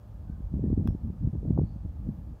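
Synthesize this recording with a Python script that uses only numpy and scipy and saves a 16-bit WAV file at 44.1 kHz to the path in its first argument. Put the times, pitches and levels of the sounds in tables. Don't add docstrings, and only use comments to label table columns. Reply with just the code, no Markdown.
import sys
import numpy as np
from scipy import signal
from scipy.io import wavfile
from scipy.ndimage import uniform_filter1d

SR = 44100
rng = np.random.default_rng(int(sys.argv[2]) if len(sys.argv) > 2 else 0)


def int16_out(signal):
    q = np.round(np.clip(np.atleast_2d(signal).T, -1, 1) * 32767)
    wavfile.write(sys.argv[1], SR, q.astype(np.int16))


N = 105840
TIME = np.arange(N) / SR
CUTOFF_HZ = 15800


def from_db(db):
    return 10 ** (np.asarray(db) / 20)


def rms_one(x):
    return x / np.sqrt(np.mean(x ** 2) + 1e-20)


def at_hz(points, hz):
    freqs, db = np.transpose(points)
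    return np.interp(np.log(hz), np.log(freqs), db)


def drift(rate_hz):
    step, run_in = 40, 2000
    pole = np.exp(-2 * np.pi * rate_hz * step / SR)
    noise = rng.standard_normal(N // step + run_in + 2)
    slow = signal.lfilter([1], [1, -2 * pole, pole * pole], noise)[run_in:]
    return np.interp(np.arange(N) / step, np.arange(len(slow)), rms_one(slow))


def band_noise(low, high):
    sos = signal.butter(4, [low, min(high, .45 * SR)], "band", fs=SR, output="sos")
    return signal.sosfilt(sos, rng.standard_normal(N + SR))[SR:]


def noise_bands(spectrum, count):
    edges = 20 * 2 ** (np.arange(count + 1) / 2)
    centres = np.sqrt(edges[:-1] * edges[1:])
    gains = from_db(at_hz(spectrum, centres)) * np.sqrt(np.diff(edges))
    gains = gains / np.linalg.norm(gains)
    return centres, [g * rms_one(band_noise(lo, hi)) for g, lo, hi in zip(gains, edges, edges[1:])]


def hush(level_db=-61, waver_db=0.32):
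    # (frequency [Hz], relative density [dB])
    spectrum = [(100, -1.5), (300, -2.5), (650, -2), (1000, -9), (1500, -18), (2000, -24.5), (2800, -26.5),
                (4500, -29.5), (7500, -33), (9500, -35), (13000, -49)]
    _, bands = noise_bands(spectrum, count=20)
    return from_db(level_db) * sum(band * from_db(-waver_db * drift(rate_hz=13)) for band in bands)


def hiss(low_hz=10800):
    # (time [s], level [dB])
    levels = [(0, -83.5), (.7, -86), (1.05, -84), (1.7, -87.5), (2.0, -84.5), (2.18, -81), (2.35, -86)]
    level_db = np.interp(TIME, *np.transpose(levels))
    return from_db(level_db) * rms_one(band_noise(low_hz, CUTOFF_HZ))


def birds():
    # (start [s], length [s], pitch [Hz], bandwidth [Hz], peak level [dB])
    calls = [(.27, .12, 1516, 132, -72.5), (.622, 0.054, 1800, 24.6, -70), (1.60, .19, 4470, 500, -80.5)]
    out = 0
    for start, length, hz, width, db in calls:
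        swell = np.sin(np.pi * np.clip((TIME - start) / length, 0, 1))
        out = out + from_db(db) * swell * rms_one(band_noise(hz - width / 2, hz + width / 2))
    return out


def rumble(gain_db=5.5):
    # (frequency [Hz], relative density [dB])
    spectrum = [(20, -26.5), (33, -12), (47, -1), (67, 1), (95, -4.5), (135, -18.5), (200, -25)]
    # (time [s], relative level [dB])
    swell = [(0.0, -56.5), (0.16, -46.5), (0.76, -36.5), (0.83, -40.5), (0.9, -33), (1.0, -51), (1.06, -35),
             (1.16, -54.5), (1.26, -28), (1.32, -63), (1.35, -31), (1.4, -41.5), (1.64, -35), (1.69, -46.5),
             (2.12, -40.5), (2.14, -51), (2.33, -43.5), (2.4, -64)]
    noise = sum(noise_bands(spectrum, count=7)[1])
    running_rms = np.sqrt(uniform_filter1d(noise ** 2, size=5000) + 1e-9)
    level_db = gain_db + np.interp(TIME, *np.transpose(swell))
    return from_db(level_db) * noise / running_rms


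def gusts(gain_db=-2.5, ceiling_db=-26, flutter_db=0.4):
    # (time [s], relative level [dB])
    strength = [(0.0, -57), (0.2, -48), (0.31, -45), (0.48, -53.5), (0.53, -32), (0.62, -30), (0.64, -20),
                (0.66, -28), (0.73, -21.5), (0.75, -50), (0.77, -20.5), (0.95, -34.5), (0.98, -50.5),
                (1.05, -29.5), (1.09, -35.5), (1.2, -43.5), (1.23, -27.5), (1.3, -33), (1.32, -57),
                (1.33, -29.5), (1.36, -28), (1.39, -42.5), (1.51, -17), (1.53, -30.5), (1.62, -24),
                (1.7, -41.5), (1.77, -44.5), (1.79, -56), (1.86, -31), (1.87, -47.5), (2.04, -40.5),
                (2.09, -26), (2.11, -39), (2.25, -46), (2.31, -39), (2.4, -62)]
    # (frequency [Hz], relative density [dB])
    spectrum = [(50, -7.5), (100, 5), (180, 3), (270, -7.5), (380, -25), (540, -27), (760, -40.5),
                (1100, -58), (2000, -70.5)]
    brighten, brighten_above_hz = 0.04, 360
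    gust_db = np.minimum(np.interp(TIME, *np.transpose(strength)), ceiling_db)
    swing_db = gust_db - gust_db.mean() + flutter_db * drift(rate_hz=110)
    out = 0
    for hz, band in zip(*noise_bands(spectrum, count=14)):
        octaves = np.clip(np.log2(hz / brighten_above_hz), 0, 2)
        out = out + band * from_db(swing_db * (1 + brighten * octaves))
    return from_db(gain_db + gust_db.mean()) * out


def eddy(time, db, hz):
    phase = 2 * np.pi * hz * (TIME - time)
    bell = np.exp(np.maximum((1 - phase ** 2) / 2, -60))
    return from_db(db) * phase * bell


def buffets(curl_db=-22, curl_hz=384):
    # (time [s], peak level [dB], centre frequency [Hz])
    thumps = [(0.3, -26, 124), (0.406, -30.5, 139), (0.443, -29.5, 64), (.541, -18.5, 141),
              (.576, -30, 170), (.595, -27.5, 220), (.641, -16.5, 188), (.664, -27.5, 204),
              (0.678, -26.5, 181), (0.703, -20, 194), (.730, -18, 175), (.739, -24, 81.7),
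              (0.7779, -16.5, 176), (0.8, -26.5, 216), (0.857, -23.5, 176), (0.8876, -22, 167),
              (.907, -19.5, 85), (0.951, -24.5, 176), (1.102, -28.5, 170), (1.2747, -21.5, 150),
              (1.336, -32, 187), (1.354, -22.5, 162), (1.431, -30, 240), (1.4535, -32.5, 312),
              (1.5071, -14, 166.7), (1.5774, -25.5, 439), (1.589, -14.5, 204), (1.5948, -25.5, 392),
              (1.616, -19.5, 208), (1.637, -22.5, 73.6), (1.763, -29.5, 121), (1.852, -24, 91),
              (2.0911, -26.5, 169.5), (2.189, -33, 102)]
    return sum(eddy(time, db, hz) - eddy(time, db + curl_db, curl_hz) for time, db, hz in thumps)


def ring(start, hz, db, t60):
    age = np.maximum(TIME - round(start * SR) / SR, 0)
    return from_db(db - 60 * np.minimum(age / t60, 4)) * np.sin(2 * np.pi * hz * age)


def putt(strike_s=0.8748, contact_s=0.00055):
    # (frequency [Hz], level [dB], t60 [s])
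    modes = [(820, -30.5, 0.0044), (1130, -35.5, 0.0074), (1550, -50, 0.023), (2570, -48.5, 0.011),
             (3334, -49.5, 0.024), (5050, -51.5, 0.013), (8400, -56.5, 0.0049), (9400, -54, 0.0034)]
    knock = sum(ring(strike_s, *mode) for mode in modes)
    head = ring(strike_s, hz=5459, db=-70.5, t60=0.27)
    tick = ring(strike_s + contact_s, hz=13800, db=-38, t60=0.0011)
    return knock + head + tick


def scene():
    wind = gusts() + rumble() + buffets()
    return (wind + putt() + birds() + hush() + hiss())[None]


def record(dry):
    low_cut = signal.butter(3, 32, "high", fs=SR, output="sos")
    high_cut = signal.butter(16, CUTOFF_HZ, fs=SR, output="sos")
    return signal.sosfilt(high_cut, signal.sosfilt(low_cut, dry))


dry = scene()
out = record(dry)
int16_out(out)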